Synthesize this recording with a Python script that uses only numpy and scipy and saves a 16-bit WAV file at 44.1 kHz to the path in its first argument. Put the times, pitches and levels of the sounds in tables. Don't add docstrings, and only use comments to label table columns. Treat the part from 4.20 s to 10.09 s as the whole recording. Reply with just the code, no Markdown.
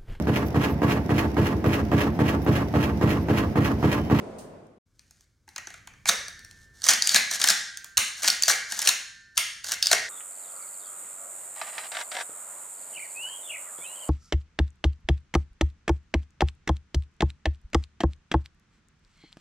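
import sys
import numpy as np
from scipy import signal
from scipy.fft import rfft, irfft, next_fast_len
from scipy.io import wavfile
from scipy.ndimage import uniform_filter1d, minimum_filter1d

SR = 44100
rng = np.random.default_rng(int(sys.argv[2]) if len(sys.argv) > 2 else 0)


def transcribe(signal):
    frames = np.atleast_2d(signal).T
    limited = np.clip(frames, -1, 1)
    pcm = np.round(limited * 32767).astype(np.int16)
    wavfile.write(sys.argv[1], SR, pcm)


N = 259749
TIME = np.arange(N) / SR


def from_db(db):
    return 10 ** (np.asarray(db) / 20)


def rms_one(x):
    return x / np.sqrt(np.mean(x ** 2) + 1e-20)


def at_hz(points, hz):
    frequencies, values = np.transpose(points)
    return np.interp(np.log(hz + 1e-9), np.log(frequencies), values)


def colour(x, points):
    size = next_fast_len(x.shape[-1])
    gain = from_db(at_hz(points, np.fft.rfftfreq(size, 1 / SR)))
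    return irfft(rfft(x, size) * gain, size)[..., :x.shape[-1]]


def stereo(mid, side):
    return np.array([mid + side, mid - side])


def high_pass(x, hz):
    return signal.sosfilt(signal.butter(2, hz, "high", fs=SR, output="sos"), x)


def resonate(x, modes):
    out = 0
    for k, (hz, width, db) in enumerate(modes):
        r = np.exp(-np.pi * width / SR)
        feedback = [1, -2 * r * np.cos(2 * np.pi * hz / SR), r * r]
        note = signal.lfilter(np.array([1, 0, -1]) * (1 - r * r) / 2, feedback, x)
        out = out + (-1) ** k * from_db(db) * note
    return out


# (frequency [Hz], relative level [dB])
ROAR_TONE = [(24, -40), (40, -10), (200, 1.5), (291, -0.5), (627, -1), (765, -9), (1140, -14.5),
             (1460, -20), (4130, -35), (4560, -34), (8910, -38.5), (12600, -51), (15000, -64)]
# (frequency [Hz], side compared with mid [dB])
ROAR_WIDTH = [(60, -26), (240, -9), (950, -1), (3770, -1), (15000, -2)]
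# (time [s], level [dB])
ROAR_FADE = [(0, -39), (.15, -42), (.35, -47), (.58, -58.5)]
def shot_roar():
    mid, side = (rms_one(colour(rng.standard_normal(N), ROAR_TONE)) for _ in range(2))
    level = from_db(np.interp(TIME, *np.transpose(ROAR_FADE)))
    return level * stereo(mid, colour(side, ROAR_WIDTH))


# (pitch [Hz], width [Hz], relative level [dB])
STEEL_MODES = [(3030, 980, -8), (3770, 246, -2.5), (4168, 410, -2.5), (4700, 570, -1.5), (5480, 630, -2),
               (6000, 220, 1.5), (6650, 610, -2)]
# (pitch [Hz], width [Hz], relative level [dB])
SMALL_PART_MODES = [(7600, 480, -4), (8710, 380, 5.5), (9540, 1600, -3), (14000, 6100, -6.5),
                    (14700, 7200, -13)]
# (time [s], level [dB], time to fade by 60 dB [s])
RANGE_CLINKS = [(0.185, -47.5, 0.3), (.469, -62, .012)]
def range_clinks():
    bright = resonate(rng.standard_normal((2, N)), SMALL_PART_MODES)
    steel = resonate(rng.standard_normal((2, N)), STEEL_MODES)
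    level = sum((TIME > s) * from_db(db) * np.exp(-np.log(1000) * np.abs(TIME - s) / fade_s)
                for s, db, fade_s in RANGE_CLINKS)
    return level * rms_one(bright + steel)


def shot_tail(end_s=0.586):
    return (shot_roar() + range_clinks()) * np.clip((end_s - TIME) / 0.004, 0, 1)


# (frequency [Hz], relative level [dB])
HUSH_TONE = [(15, -28.5), (25, -3.5), (88, -0.5), (543, -24), (769, -33), (1630, -25), (1910, -37.5),
             (2240, -27), (2500, -36.5), (6040, -30), (15000, -46.5)]
# (time [s], level [dB])
HUSH_LEVEL = [(.65, -69.5), (.8, -66), (1.2, -69.5), (1.6, -59.5), (2.4, -58.5), (3.5, -66), (5.0, -67.5),
              (5.89, -62)]
def room_tone(start_s=0.655, side_db=-14):
    mid, side = (rms_one(colour(rng.standard_normal(N), HUSH_TONE)) for _ in range(2))
    level = from_db(np.interp(TIME, *np.transpose(HUSH_LEVEL)))
    fade_in = np.clip((TIME - start_s) / 0.011, 0, 1)
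    return level * fade_in * stereo(mid, from_db(side_db) * side)


def gate(time, start, end, edge_s):
    return np.clip(np.minimum(time - start, end - time) / edge_s + .5, 0, 1)


# (start [s], end [s], level at the end [dB])
RUBS = [(0.748, 1.046, -70), (1.273, 1.583, -62.5), (2.1, 2.457, -63.5), (2.538, 2.62, -54.5),
        (1.865, 1.892, -23), (2.634, 2.692, -27.5), (2.837, 2.944, -30), (3.104, 3.165, -25.5),
        (3.195, 3.311, -24), (3.964, 4.014, -41), (4.022, 4.084, -25.5), (4.225, 4.277, -34.5),
        (4.486, 4.684, -33), (5.151, 5.183, -47.5), (5.439, 5.544, -31.5), (5.621, 5.739, -33)]
def rub_pressure(swell_db=9, edge_s=0.008):
    pressure = np.zeros(N)
    for start, end, db in RUBS:
        during = slice(int((start - edge_s) * SR), int((end + edge_s) * SR))
        level = from_db(db - np.interp(TIME[during], [start, end], [swell_db, 0]))
        pressure[during] += gate(TIME[during], start, end, edge_s) * level
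    return pressure


# (pitch [Hz], width [Hz], relative level [dB])
BODY_MODES = [(216, 74, -16), (400, 150, -17.5), (682, 260, -6.5), (855, 210, -4), (1203, 318, -5),
              (1589, 220, 3), (2060, 600, -3)]
def scrape(pressure, snags_per_s=1800, spread_db=4.0, knock_db=-9, tick_db=-9):
    snags = (rng.random(N) < snags_per_s / SR) * rng.choice([-1, 1], N)
    strength = from_db(spread_db * np.minimum(rng.exponential(1, N), 4))
    force = snags * strength + 0.17 * rng.standard_normal(N)
    clink, knock, tick = (rms_one(resonate(force, modes))
                          for modes in (STEEL_MODES, BODY_MODES, SMALL_PART_MODES))
    return pressure * (high_pass(clink, hz=2250) + from_db(knock_db) * knock + from_db(tick_db) * tick)


# (pitch [Hz], relative level [dB], time to fade by 60 dB [s])
LONG_NOTES = [(1435, -67, 1.83), (1410, -63.5, 1.9), (1574.4, -61.5, 3), (1677, -60.5, 0.98),
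              (1787, -65, 3.9), (1880, -53.5, 0.6), (1990, -63, 0.69), (1990, -64, .7), (4350, -62, 1.3),
              (6450, -53.5, 0.44)]
def ringing(x, ring_db=-10.5):
    out = 0
    for hz, db, fade_s in LONG_NOTES:
        r = np.exp(-np.log(1000) / (fade_s * SR))
        step = 2 * np.pi * hz / SR
        note = signal.lfilter([0, np.sin(step)], [1, -2 * r * np.cos(step), r * r], x + 1e-18)
        out = out + from_db(db + ring_db) * note
    return out


# (frequency [Hz], side compared with mid [dB])
MIC_WIDTH = [(200, -5.5), (1500, -20.5), (2800, -4), (3900, -23), (5400, -16.5), (7000, -11.5), (8200, 0),
             (9300, -3.5), (10000, -1), (12000, -24), (15000, -0.5)]
def microphone(x, sway=0.089, size=128, sway_points=90):
    quarter_turn = irfft(1j * from_db(at_hz(MIC_WIDTH, np.fft.rfftfreq(size, 1 / SR))))
    shifter = np.fft.fftshift(quarter_turn) * np.hanning(size)
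    shifted = np.convolve(x, shifter)[size // 2:size // 2 + N]
    lean, twist = (np.interp(TIME, np.linspace(0, N / SR, sway_points), draw)
                   for draw in rng.standard_normal((2, sway_points)))
    return stereo(x, sway * lean * x + (1 + 0.27 * twist) * shifted)


# (frequency [Hz], level [dB])
ECHO_TONE = [(100, -4), (210, 0), (350, -1.5), (650, -4.5), (1050, -4.5), (1600, -4), (2100, 4), (3000, -3),
             (4500, -9), (6500, -9), (9000, -9.5), (15000, -10)]
# (frequency [Hz], time to fade by 60 dB [s])
ECHO_FADE = [(200, 0.48), (530, 0.41), (1100, 0.44), (1600, 0.74), (2600, 0.53), (4500, 0.68), (9700, 0.47),
             (15000, 0.27)]
# (frequency [Hz], side compared with mid [dB])
ECHO_WIDTH = [(100, -19), (700, -7), (1400, -8), (2600, -6), (4400, -12.5), (6500, -15.5), (8600, 3.5),
              (11000, -25), (15000, -5.5)]
def room_echo(x, gap_s=0.00053, build_s=0.002, bands=25):
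    age, hz = TIME[:SR], np.fft.rfftfreq(SR, 1 / SR)
    centres = np.geomspace(60, 17000, bands)
    onset = np.clip((age - gap_s) / build_s, 0, 1)
    noise_spectrum = rfft(rng.standard_normal((2, SR)))
    tail = 0
    for k, centre in enumerate(centres):
        share = np.interp(np.log(hz + 1), np.log(centres), np.arange(bands) == k)
        decay = onset * np.exp(-np.log(1000) * age / at_hz(ECHO_FADE, centre))
        mid_side_db = at_hz(ECHO_TONE, centre) + np.array([[0], [at_hz(ECHO_WIDTH, centre)]])
        band = irfft(noise_spectrum * share, SR)
        tail = tail + band * rms_one(decay) / np.sqrt(SR) * from_db(mid_side_db)
    return signal.fftconvolve(stereo(*tail), x[None], axes=1)[:, :N]


def chatter(chatter_s, size, settle_s=0.023, settle_db=-21):
    age = np.arange(size) / SR
    progress = age / chatter_s
    swell = 2 * progress * np.exp(1 - 2 * progress)
    settle = from_db(settle_db) * (1 - np.exp(-progress)) * np.exp(-age / settle_s)
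    return rng.choice([-1, 1], size) * np.hypot(swell, settle)


def contact(modes, chatter_s, low_hz, vary_db, detune, size=2400):
    draws = rng.standard_normal((len(modes), 2))
    struck = [(hz * (1 + detune * pitch_draw), width, db + vary_db * level_draw)
              for (hz, width, db), (pitch_draw, level_draw) in zip(modes, draws)]
    sound = high_pass(resonate(chatter(chatter_s, size), struck), low_hz)
    return rms_one(sound) * np.sqrt(SR / 1000 / size)


def clack(s, db, knock_db, tick_db, chatter_s, part_hz, part_db, wood_below_hz=1100):
    steel = [(hz, width, level + part_db * np.exp(-((hz - part_hz) / 450) ** 2))
             for hz, width, level in STEEL_MODES]
    wood_db = 0.17 * (knock_db + 4)
    body = [(hz, width, level + (hz < wood_below_hz) * wood_db) for hz, width, level in BODY_MODES]
    clink = contact(steel, chatter_s, low_hz=2520, vary_db=3.5, detune=0.035)
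    tick = contact(SMALL_PART_MODES, chatter_s, low_hz=6500, vary_db=-1.0, detune=0.013)
    knock = contact(body, chatter_s * 2.14, low_hz=164, vary_db=3.5, detune=0.025)
    blow = clink + from_db(tick_db) * tick + from_db(knock_db) * knock
    start = int((s - .75 * chatter_s - .0003) * SR)
    return start, from_db(db) * blow


# (time [s], level [dB])
TICKS = [(0.794, -44), (0.9099, -45.5), (1.0088, -51.5), (1.29, -43), (2.083, -29), (2.193, -41),
         (2.2482, -38.5), (2.312, -41.5), (2.62, -31), (3.573, -27.5), (3.645, -30.5), (4.021, -31)]
def handling_ticks():
    return [clack(s, db, knock_db=-11.5, tick_db=-6, chatter_s=.0012, part_hz=6200, part_db=5.5)
            for s, db in TICKS]


# (time [s], clink level [dB], knock compared with clink [dB])
FORE_END_KNOCKS = [(1.279, -50, 8.5), (1.362, -26, -7), (1.3818, -27.5, -1), (1.4721, -29, -4),
                   (1.5044, -40, -0.5), (1.542, -39.5, 3), (1.6743, -36.5, -0.5), (1.738, -53, 5),
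                   (1.8572, -26, 4)]
def fore_end_knocks():
    return [clack(s, db, knock_db, tick_db=-18, chatter_s=.0018, part_hz=6500, part_db=5)
            for s, db, knock_db in FORE_END_KNOCKS]


# (time [s], slide level [dB], bolt delay [s], bolt level [dB],
# knock compared with clink [dB], pitch of the part [Hz], rattle level [dB])
SLAMS = [(1.89, -7, .0047, -8, -7, 6000, -26.5), (2.6879, -1, 0.0044, -7, -12.5, 5900, -17),
         (2.946, -4, .016, -4.5, -6, 4200, -17.5), (3.288, -1.5, 0.015, -7.5, -10.5, 5450, -22.5),
         (4.078, -9, .005, -10, -11.5, 4400, -22.5), (4.2811, -14.5, 0.017, -6, -4.5, 6500, -16),
         (4.6744, -5.5, 0.016, -5, -15.5, 4350, -22), (5.715, -9.5, .016, -6, -4.5, 4400, -22.5)]
def slams():
    blows = []
    for s, slide_db, delay_s, bolt_db, knock_db, hz, _ in SLAMS:
        slide = clack(s, slide_db, knock_db, tick_db=-10.5, chatter_s=.001609, part_hz=hz, part_db=6.5)
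        bolt = clack(s + delay_s, bolt_db, knock_db, tick_db=-9, chatter_s=.0023, part_hz=hz, part_db=6)
        blows += [slide, bolt]
    return blows


def rattle_pressure(decay_s=0.028):
    pressure = np.zeros(N)
    for s, *_, rattle_db in SLAMS:
        start = int(s * SR)
        pressure[start:] += from_db(rattle_db) * np.exp(-TIME[:N - start] / decay_s)
    return pressure


# (time [s], level [dB], pitch of the part [Hz])
LATCH_SNAPS = [(2.641, -14.5, 6500), (2.8231, -9, 4840), (2.8739, -11, 6830), (2.893, -10.5, 5200),
               (4.1023, -8.5, 4900), (4.224, -12, 6500), (4.236, -8.5, 4660), (5.6273, -7.5, 4830),
               (5.659, -16.5, 4700), (5.67, -8.5, 4700)]
def latch_snaps():
    return [clack(s, db, knock_db=-23, tick_db=-12, chatter_s=.0012, part_hz=hz, part_db=10.5)
            for s, db, hz in LATCH_SNAPS]


# (time [s], clink level [dB], knock compared with clink [dB])
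CATCHES = [(2.6673, -17, -4.5), (2.7063, -15.5, -4), (2.7144, -16.5, -3), (2.736, -12.5, -14),
           (3.113, -17.5, -10.5), (3.2005, -25, -5), (3.217, -12.5, -10), (3.2413, -9, -6.5),
           (3.275, -12.5, -7), (4.033, -19, -5), (4.045, -17.5, -1.5), (4.5228, -19.5, -5.5),
           (4.592, -17, -12), (4.6191, -19, -7.5), (4.627, -21, -8.5), (4.66, -21.5, -8),
           (5.444, -25, -8.5), (5.52, -15, -9.5)]
def catches():
    return [clack(s, db, knock_db, tick_db=-7, chatter_s=.0024, part_hz=6300, part_db=1)
            for s, db, knock_db in CATCHES]


# (start [s], end [s], start pitch [Hz], end pitch [Hz], level [dB])
BOLT_SQUEALS = [(2.837, 2.948, 4900, 4420, -32.5), (4.228, 4.28, 4580, 4710, -46.5),
                (5.623, 5.708, 4900, 4700, -43)]
def bolt_squeals(width_hz=260, edge_s=0.0074):
    smoothing = signal.butter(2, width_hz / 2, fs=SR, output="sos")
    wobble = signal.sosfilt(smoothing, rng.standard_normal((2, N)))
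    out = np.zeros(N)
    for start, end, start_hz, end_hz, db in BOLT_SQUEALS:
        phase = 2 * np.pi * np.cumsum(np.interp(TIME, [start, end], [start_hz, end_hz])) / SR
        note = rms_one(wobble[0] * np.cos(phase) + wobble[1] * np.sin(phase))
        out += from_db(db) * gate(TIME, start, end, edge_s) * note
    return out


# (time [s], level [dB], sear level [dB], thump pitch [Hz], thump level [dB])
HAMMER_DROPS = [(3.7785, -1.5, -10, 100.7, -35), (5.1781, -3.5, -20, 113, -46.5)]
def hammer_snaps(sear_lead_s=0.0065):
    blows = []
    for s, db, sear_db, _, _ in HAMMER_DROPS:
        sear = clack(s - sear_lead_s, sear_db, knock_db=-13.5, tick_db=-14, chatter_s=.00112,
                     part_hz=6000, part_db=1.5)
        hammer = clack(s, db, knock_db=-12, tick_db=-4.5, chatter_s=.0023, part_hz=6000, part_db=5.5)
        blows += [sear, hammer]
    return blows


def hammer_thumps(rise_s=0.0039, sag_s=0.041, lag_s=0.0023):
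    out = np.zeros(N)
    for s, _, _, hz, db in HAMMER_DROPS:
        age = np.maximum(TIME - s - lag_s, 0)
        swell = age / rise_s * np.exp(1 - age / rise_s)
        phase = 2 * np.pi * hz * sag_s * (1 - np.exp(-age / sag_s))
        out += from_db(db) * swell * np.sin(phase)
    return out


def shotgun():
    blows = handling_ticks() + fore_end_knocks() + catches() + latch_snaps() + slams() + hammer_snaps()
    clacks = np.zeros(N + SR)
    for start, blow in blows:
        clacks[start:start + len(blow)] += blow
    sound = clacks[:N] + scrape(rub_pressure() + rattle_pressure()) + bolt_squeals()
    return sound + ringing(sound)


def scene():
    forward, sideways = shotgun(), shotgun()
    echoes = (room_echo(forward) + room_echo(sideways)) / np.sqrt(2)
    return microphone(forward) + echoes + high_pass(hammer_thumps() + room_tone(), hz=30) + shot_tail()


def record(dry, ceiling_db=-2.0, release_db_per_s=700, smooth_samples=45, cutoff_hz=16300):
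    over_db = np.maximum(20 * np.log10(np.abs(dry).max(axis=0) + 1e-9) - ceiling_db, 0)
    held_db = np.maximum.accumulate(over_db + release_db_per_s * TIME) - release_db_per_s * TIME
    gain_db = uniform_filter1d(minimum_filter1d(-held_db, smooth_samples), smooth_samples)
    treble_cut = signal.ellip(10, .2, 80, cutoff_hz, fs=SR, output="sos")
    return signal.sosfilt(treble_cut, dry * from_db(gain_db))


dry = scene()
out = record(dry)
transcribe(out)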